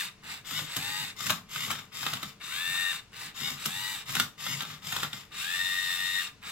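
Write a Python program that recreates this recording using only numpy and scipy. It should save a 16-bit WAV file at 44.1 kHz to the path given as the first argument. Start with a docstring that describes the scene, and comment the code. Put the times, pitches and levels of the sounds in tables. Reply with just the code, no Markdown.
"""A toy robot of plastic bricks turns a puzzle cube on a table in a small room, heard from close by.
The tray motor brakes from a twist and nudges; the arm lifts, the tray spins, the arm lands, tips the cube and grips it.
The tray twists a layer and nudges, the whole arm routine comes again, then a longer twist and a last nudge end it.
Gear teeth whine as sine lines and rattle as filtered noise; bursts of noise clack through the plastic
and thump in the frame, over faint rumble, hiss and a steady hum."""
import sys
import numpy as np
from scipy import signal
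from scipy.fft import rfft, irfft, next_fast_len
from scipy.io import wavfile
from scipy.ndimage import map_coordinates

SR = 44100
rng = np.random.default_rng(int(sys.argv[2]) if len(sys.argv) > 2 else 0)


def int16_out(signal):
    """Quantize to a 16-bit WAV file."""
    q = np.round(np.clip(np.atleast_2d(signal).T, -1, 1) * 32767)
    wavfile.write(sys.argv[1], SR, q.astype(np.int16))


N = 287091

TEETH = 10  # on each motor's pinion
ROUTINE_S = 2.893  # the arm plays one routine twice, this far apart
# strokes of the arm: lift, come down, push over, settle, pull back, settle
# columns: start_s, later_on_repeat_s, driven_s, top_tooth_rate_hz, level_db
ARM_STROKES = [(.439, .003, .151, 760, -41.4), (1.155, 0, .133, 690, -40.7),
               (1.48, -.003, .172, 738, -41.7), (1.68, .055, .075, 401, -49.2),
               (1.912, .006, .187, 650, -42.2), (2.168, .028, .068, 400, -49)]
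# colour of plastic contacts: pitch_hz, gain_db
PLASTIC_COLOUR = [(150, -24), (250, -20.5), (393, -20), (831, -11), (971, -10.5), (1260, -1), (2240, -10.5),
                  (3770, -2.5), (4260, -11), (7980, -11), (9170, -18.5), (12500, -12), (16000, -20)]


def tray(full_hz=930, brake_s=.103):
    """The tray motor: twisting a layer presses the teeth together, so they sing and the frame shakes less."""
    # start_s, driven_s, top_tooth_rate_hz, kind
    moves = [(-.4, .411, 916, "twist"), (.221, .1, 640, "nudge"), (.657, .38, 968, "spin"),
             (2.398, .517, 917, "twist"), (3.116, .114, 636, "nudge"), (3.564, .382, 989, "spin"),
             (5.306, .902, 932, "twist"), (6.414, .1, 640, "nudge")]
    # by kind of move: level_db, load (0 cube spins freely, 1 a layer is twisted)
    kinds = {"nudge": (-46.5, .24), "spin": (-43, .47), "twist": (-42, .76)}
    # by kind of move: level of the singing teeth at full speed, level_db
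    whine_db = {"nudge": -48, "spin": -41.5, "twist": -34.2}
    # whine of the loaded and of the free gears: multiple_of_shaft_speed, level_db
    twist_orders = [(10, -22.5), (13, -29), (19, -22), (20, 5.5), (21, -8.5), (23, -16), (29, -7), (30, -5),
                    (39, -2), (40, -1), (41, -10)]
    free_orders = [(9, -10), (10, -10), (20, 1), (30, -2), (39, -1), (49, -8)]
    # colour of the gearbox: pitch_hz, gain_db
    tray_body = [(180, -56.5), (300, -25), (603, -26.5), (856, -12.5), (1040, -13), (1870, -4.5),
                 (2840, -7), (3290, -10.5), (3700, -3.5), (4300, -8.5), (6300, -14.5), (7950, -7.5),
                 (9240, -17.5), (12100, -13.5), (16000, -19.5)]
    # a long twist binds for a moment: time after its start, width, share of speed lost
    bind_after_s, bind_width_s, bind_loss = .64, .07, .02
    start_rattle_db = 9.5  # the cube rattles more while the tray gathers speed
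    out = np.zeros((2, N))
    for start, drive_s, top_hz, kind in moves:
        db, load = kinds[kind]
        t, rise, fall = travel(start, drive_s, brake_s, spin_up=.074)
        binding = bind_loss * np.exp(-((t - start - bind_after_s) / bind_width_s) ** 2)
        tooth_hz = top_hz * rise * fall * (1 - binding)
        turns = shaft_turns(tooth_hz, waver=.004 - .0025 * load, judder=.012 - .006 * load)
        gain = (rise * fall) ** 0.8 * amp(db + 0.9 * wobble(20.4, len(t)))
        gears = gain * rattle(turns, tray_body, pressure=0.31 + 0.76 * load, repeat_db=3.5,
                              tick_db=0, throb=0.15, uneven_db=4.5)
        knock_db = -6.5 - 17.6 * load + start_rattle_db * np.sqrt(1 - rise)
        loose = jostle(gain * amp(knock_db), spiky_db=11)
        loose = loose + shudder(gain * amp(-8.5 - 13 * load))
        speed = np.minimum(tooth_hz / full_hz, 1)
        singing = amp(whine_db[kind]) * speed ** 3 * fall ** 2  # only near full speed and under drive
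        orders = twist_orders if kind == "twist" else free_orders
        tone = singing * whine(turns, speed, orders, flutter_db=2.2)
        add(out, t[0], placed(amp(-1.0) * gears + loose, room_db=-6, left_db=1.46))
        add(out, t[0], placed(tone, room_db=-16, left_db=5.5, scatter_db=-12))
    return out


def arm(full_hz=760, brake_s=.125):
    """The arm motor: short, rough swings that shake the whole frame."""
    # whine of the gears: multiple_of_shaft_speed, level_db
    arm_orders = [(20, -9), (27, -4), (30, -1), (40, 0), (45, -10), (50, 0), (70, -5), (100, -11)]
    # colour of the gearbox: pitch_hz, gain_db
    arm_body = [(180, -37), (300, -26), (574, -18.5), (1190, -4), (1660, -7.5), (2070, -1.5), (2610, -7),
                (3700, -2), (4160, -8.5), (5250, -3.5), (6000, -11), (7200, -3), (8940, -16), (13500, -8),
                (16000, -19.5)]
    out = np.zeros((2, N))
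    for start, _, drive_s, top_hz, db in twice(ARM_STROKES):
        t, rise, fall = travel(start, drive_s, brake_s, spin_up=.036)
        tooth_hz = top_hz * rise * fall
        turns = shaft_turns(tooth_hz, waver=.003, judder=.012)
        gain = rise ** 1.17 * fall ** 1.09 * amp(db + 0.87 * wobble(26.3, len(t)))
        gears = gain * rattle(turns, arm_body, pressure=0.55, repeat_db=0.5,
                              tick_db=-1.5, throb=0.16, uneven_db=5.5)
        loose = jostle(gain * amp(-23.5), spiky_db=13) + shudder(gain * amp(-12.5))
        speed = np.minimum(tooth_hz / full_hz, 1)
        singing = amp(db + 4.5) * speed ** 5 * fall ** 2
        tone = singing * whine(turns, speed, arm_orders, flutter_db=2.5)
        add(out, t[0], placed(amp(-3.0) * gears + loose, room_db=-3.5, left_db=4.5))
        add(out, t[0], placed(tone, room_db=-10, left_db=3, scatter_db=-6))
    return out


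def travel(start, drive_s, brake_s, spin_up):
    """Times of one move, its exponential run-up and its even braking, both as shares of top speed."""
    stop = start + drive_s + brake_s
    t = np.arange(max(start, 0), stop, 1 / SR)
    rise = np.abs(1 - np.exp(-(t - start) / spin_up))
    fall = np.clip((stop - t) / brake_s, 0, 1)
    return t, rise, fall


def shaft_turns(tooth_hz, waver, judder):
    """Turns made by a motor shaft whose speed wavers with the play in the gears."""
    size = len(tooth_hz)
    play = 1 + waver * wobble(35, size) + judder * wobble(400, size)
    return np.cumsum(tooth_hz * play) / TEETH / SR


def whine(turns, speed, orders, flutter_db, throb=0.4):
    """Meshing teeth sing at multiples of the shaft speed, unsteady and throbbing once a turn."""
    lines = 0
    for k, db in orders:
        flutter = amp(db + flutter_db * wobble(45.04, len(turns)))
        sine = np.sin(2 * np.pi * (k * turns + rng.random()))
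        lines = lines + speed ** (k / TEETH) * flutter * sine  # higher lines need more speed
    full_rms = np.sqrt(sum(amp(db) ** 2 for k, db in orders) / 2)
    return (1 + throb * np.cos(2 * np.pi * turns)) * lines / full_rms


def rattle(turns, body, pressure, repeat_db, tick_db, throb, uneven_db):
    """Teeth scrape and tick inside a shell that rings more under pressure; the treble has rms 1."""
    # ringing of the gearbox shells: centre_hz, width_hz, lift_db
    shell = [(1197, 73, 12.5), (2780, 220, 8.5), (3662, 160, 10), (7070, 110, 3)]
    size = len(turns)
    flaws = rng.standard_normal(512)
    # the same flaws pass on every turn
    repeating = np.interp(turns, np.arange(len(flaws)) / len(flaws), flaws, period=1)
    scrape = rng.standard_normal(size) * (1 + np.cos(2 * np.pi * TEETH * turns))
    ticks = np.diff(np.floor(TEETH * turns), prepend=0)  # one per tooth
    ticks = ticks * amp(uneven_db * rng.standard_normal(size)) * rng.choice([-1, 1], size)
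    force = unit(scrape) + amp(repeat_db) * unit(repeating) + amp(tick_db) * unit(ticks)
    force = force * (1 + throb * np.cos(2 * np.pi * turns))  # the pinion runs slightly off centre

    def gearbox(hz):
        lift_db = sum(db / (1 + (2 * (hz - centre) / width) ** 2) for centre, width, db in shell)
        return causal(amp(along(body, hz) + pressure * lift_db))

    sound = filtered(force, gearbox)
    return sound / np.std(filtered(sound, lambda hz: hz > 4200))


def jostle(gain, spiky_db):
    """The cube and loose beams rattle in uneven little knocks, with the treble damped."""
    size = len(gain)
    knocks = rng.standard_normal(size) * amp(spiky_db * np.tanh(wobble(130.3, size)))
    dull = lambda hz: causal(amp(along(PLASTIC_COLOUR, hz)) / (1 + (hz / 2600) ** 2))
    return gain * unit(filtered(knocks, dull))


def shudder(gain, lumpy_db=4):
    """Moving parts shake the frame in uneven lumps."""
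    lumps = amp(lumpy_db * wobble(21.0, len(gain)))
    return gain * unit(frame(rng.standard_normal(len(gain)) * lumps))


def clacks(crack_t60=0.027, chatter_t60=0.13, chatter_db=-16, spiky_db=5, graze_t60=0.041, graze_db=-10):
    """Plastic meets plastic: the parts graze, crack together, and the loose bricks chatter."""
    out = np.zeros((2, N))
    t = np.arange(-SR // 100, SR // 5) / SR  # seconds from the crack
    for s, db, hard_db in contacts() + tumbles():
        graze = amp(graze_db - 60 * np.abs(t) / graze_t60)
        crack = amp(-60 * np.abs(t) / crack_t60)
        loose = unit(amp(spiky_db * wobble(740, len(t))))
        chatter = loose * amp(chatter_db - 60 * np.abs(t) / chatter_t60)
        force = rng.standard_normal(len(t)) * np.where(t < 0, graze, crack + chatter)
        # (Hz, dB): harder contacts are brighter
        hardness = [(1500, 1.0 - 0.11 * hard_db), (3200, 0), (7000, hard_db - 5.5)]
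        hit = filtered(force, lambda hz: causal(amp(along(PLASTIC_COLOUR, hz) + along(hardness, hz))))
        hit = amp(db - 10.0) * hit / np.std(hit[np.abs(t - .002) < .003])  # level set around the crack
        add(out, s + t[0], placed(hit, room_db=-4.0, left_db=1.5))
    return out


def contacts():
    """The routine's blows on both passes: (s, strength dB, hardness dB)."""
    # lift, tray catching the cube, arm landing, cube tipping, dropping back and being gripped
    # columns: start_s, later_on_repeat_s, strength_db, louder_on_repeat_db, hardness_db
    blows = [(.511, .006, -28, -3, 3), (.592, -.005, -25.5, -4.5, -5.5), (.766, -.001, -20.5, 3, 8),
             (1.205, -.005, -27.5, 0, -2), (1.267, -.007, -21, 4, 4.5), (1.297, -.023, -17.5, -2.5, -1),
             (1.304, .002, -13, 2, 3.5), (1.559, .013, -23.5, -0.5, -2.5), (1.704, .009, -19.5, -3, -3.5),
             (1.713, .015, -21.5, -6, 5.5), (2.03, .001, -26, 4, 1), (2.065, .006, -17.5, -2.5, -2),
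             (2.135, .003, -21, 1.5, 0), (2.23, .008, -24.5, -1, 0)]
    return [(s, db + repeat * louder_db, hard_db) for s, repeat, db, louder_db, hard_db in twice(blows)]


def tumbles(per_s=28, strength_db=-31.5, spread_db=2.5, hardness_db=-6):
    """Small chance knocks of the cube wobbling as it goes over: (s, strength dB, hardness dB)."""
    # the cube tips, then drops back, within the routine: begin_s, end_s
    spans = [(1.68, 1.81), (2.01, 2.18)]
    slots = np.concatenate([np.arange(begin, end, 1 / per_s) for begin, end in spans])
    return [(s + rng.random() / per_s, strength_db + spread_db * rng.standard_normal(), hardness_db)
            for s in np.r_[slots, slots + ROUTINE_S]]


def thumps(push_t60=0.085, jolt_after_s=.02):
    """The weight of arm and cube lands on the frame at every blow and whenever the arm brakes."""
    thump_db, per_strength, per_hardness = -32.5, 0.38, 0.74  # dB, dB per dB, dB per dB
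    jolt_db = 2  # over the level of the stroke
    out = np.zeros((2, N))
    t = np.arange(SR // 4) / SR
    blows = [(s, thump_db + per_strength * db + per_hardness * hard_db) for s, db, hard_db in contacts()]
    jolts = [(start + drive_s + jolt_after_s, db + jolt_db)
             for start, _, drive_s, _, db in twice(ARM_STROKES)]
    for s, db in blows + jolts:
        thud = frame(rng.standard_normal(len(t)) * amp(-60 * t / push_t60))
        add(out, s, placed(amp(db) * thud / np.abs(thud).max(), room_db=-6, left_db=0.5))
    return out


def frame(force):
    """The low resonances of the frame standing on the table."""
    # centre_hz, width_hz, level_db
    resonances = [(98, 21, -8), (149.3, 20.4, 1), (203.3, 33.3, -4), (244.5, 69, -9)]

    def ringing(f):
        total = 0
        for k, (c, w, db) in enumerate(resonances):
            total = total + (-1) ** k * amp(db) * 1j * f * w / (c * c - f * f + 1j * f * w)
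        return total

    return filtered(force, ringing)


def twice(routine):
    """Rows of a routine on both passes: (s, 0 for the first pass or 1 for the repeat, other columns)."""
    return [(s + repeat * (ROUTINE_S + later), repeat, *rest)
            for repeat in range(2) for s, later, *rest in routine]


def room_tone(hum_hz=440, hum_db=-70):
    """Faint rumble and hiss from shaped noise, with one hum of steady pitch."""
    # colour of the quiet room: pitch_hz, gain_db
    quiet = [(22, -13), (45, -10), (62, -13.5), (100, -3), (200, -3.5), (350, -16.5), (800, -20.5),
             (2000, -18), (6000, -27), (16000, -47)]
    air = amp(-61) * unit(filtered(rng.standard_normal(N), lambda hz: amp(along(quiet, hz))))
    hum = amp(hum_db + 1.5 * wobble(11, N)) * np.sin(2 * np.pi * hum_hz * np.arange(N) / SR)
    return placed(air, room_db=-2, left_db=2.0)[:, :N] + hum


def placed(x, room_db, left_db, scatter_db=3, scatter_t60=0.021):
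    """Sound reaches two microphone ports out of step: direct, scattered by the bricks, and by the room."""
    # difference between the ports: pitch_hz, side_over_mid_db
    port_width = [(120, -17.5), (300, -5.5), (1300, -6.5), (2800, -1), (5000, 0)]
    # decay of the room: pitch_hz, t60_s
    room_decay = [(150, 0.41), (2000, 0.21), (12000, 0.22)]
    t = np.arange(SR // 3) / SR
    scatter = rng.standard_normal(len(t)) * amp(-60 * t / scatter_t60)
    scatter = (t == 0) + amp(scatter_db) * scatter / np.linalg.norm(scatter)
    direct = np.array([t == 0, scatter / np.linalg.norm(scatter)])  # mid clean, side scattered
    paths = direct + amp(room_db) * tail(room_decay)[:, :len(t)]
    mid, side = signal.fftconvolve(x[None], paths, axes=1)
    side = filtered(side, lambda hz: -1j * amp(along(port_width, hz)))  # a quarter cycle late
    return np.array([mid + side, mid - side]) * amp([[left_db / 2], [-left_db / 2]])


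def tail(t60s):
    """Two unrelated echo trains, the first of energy 1; each frequency dies at its own speed."""
    hz, t, z = signal.stft(rng.standard_normal((2, SR // 3)), SR, nperseg=256)
    echoes = signal.istft(z * amp(-60 * t / along(t60s, hz)[:, None]), SR, nperseg=256)[1]
    return echoes / np.linalg.norm(echoes[0])


def amp(db):
    """Decibels to gain."""
    return 10 ** (np.asarray(db) / 20)


def unit(x):
    """Scaled to rms 1."""
    return x / np.sqrt(np.mean(x ** 2) + 1e-20)


def along(points, hz):
    """(Hz, value) points joined on a log axis."""
    f, v = np.transpose(points)
    return np.interp(np.log(hz + 1), np.log(f + 1), v)


def wobble(rate, size):
    """A smooth random curve, rate knots a second."""
    knots = rng.standard_normal(int(size * rate / SR) + 4)
    return map_coordinates(knots, [np.arange(size) * rate / SR])


def filtered(x, response):
    """x times a response of frequency."""
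    size = x.shape[-1]
    m = next_fast_len(size + SR // 4)
    return irfft(rfft(x, m) * response(np.fft.rfftfreq(m, 1 / SR)), m)[..., :size]


def causal(gain):
    """The minimum-phase response with this gain, which rings only after its cause."""
    cepstrum = irfft(np.log(np.maximum(gain, 1e-6)))
    half = len(cepstrum) // 2
    return np.exp(rfft(np.r_[cepstrum[0], 2 * cepstrum[1:half], np.zeros(half)]))


def add(track, s, x):
    """Mix x into the track from time s."""
    part = track[..., max(round(s * SR), 0):][..., :x.shape[-1]]
    part += x[..., :part.shape[-1]]


def scene():
    """Both motors, their knocks and the room."""
    return tray() + arm() + clacks() + thumps() + room_tone()


def record(dry, top_hz=15950):
    """Nothing above the band limit is kept."""
    return filtered(dry, lambda hz: hz < top_hz)


dry = scene()
out = record(dry)
int16_out(out)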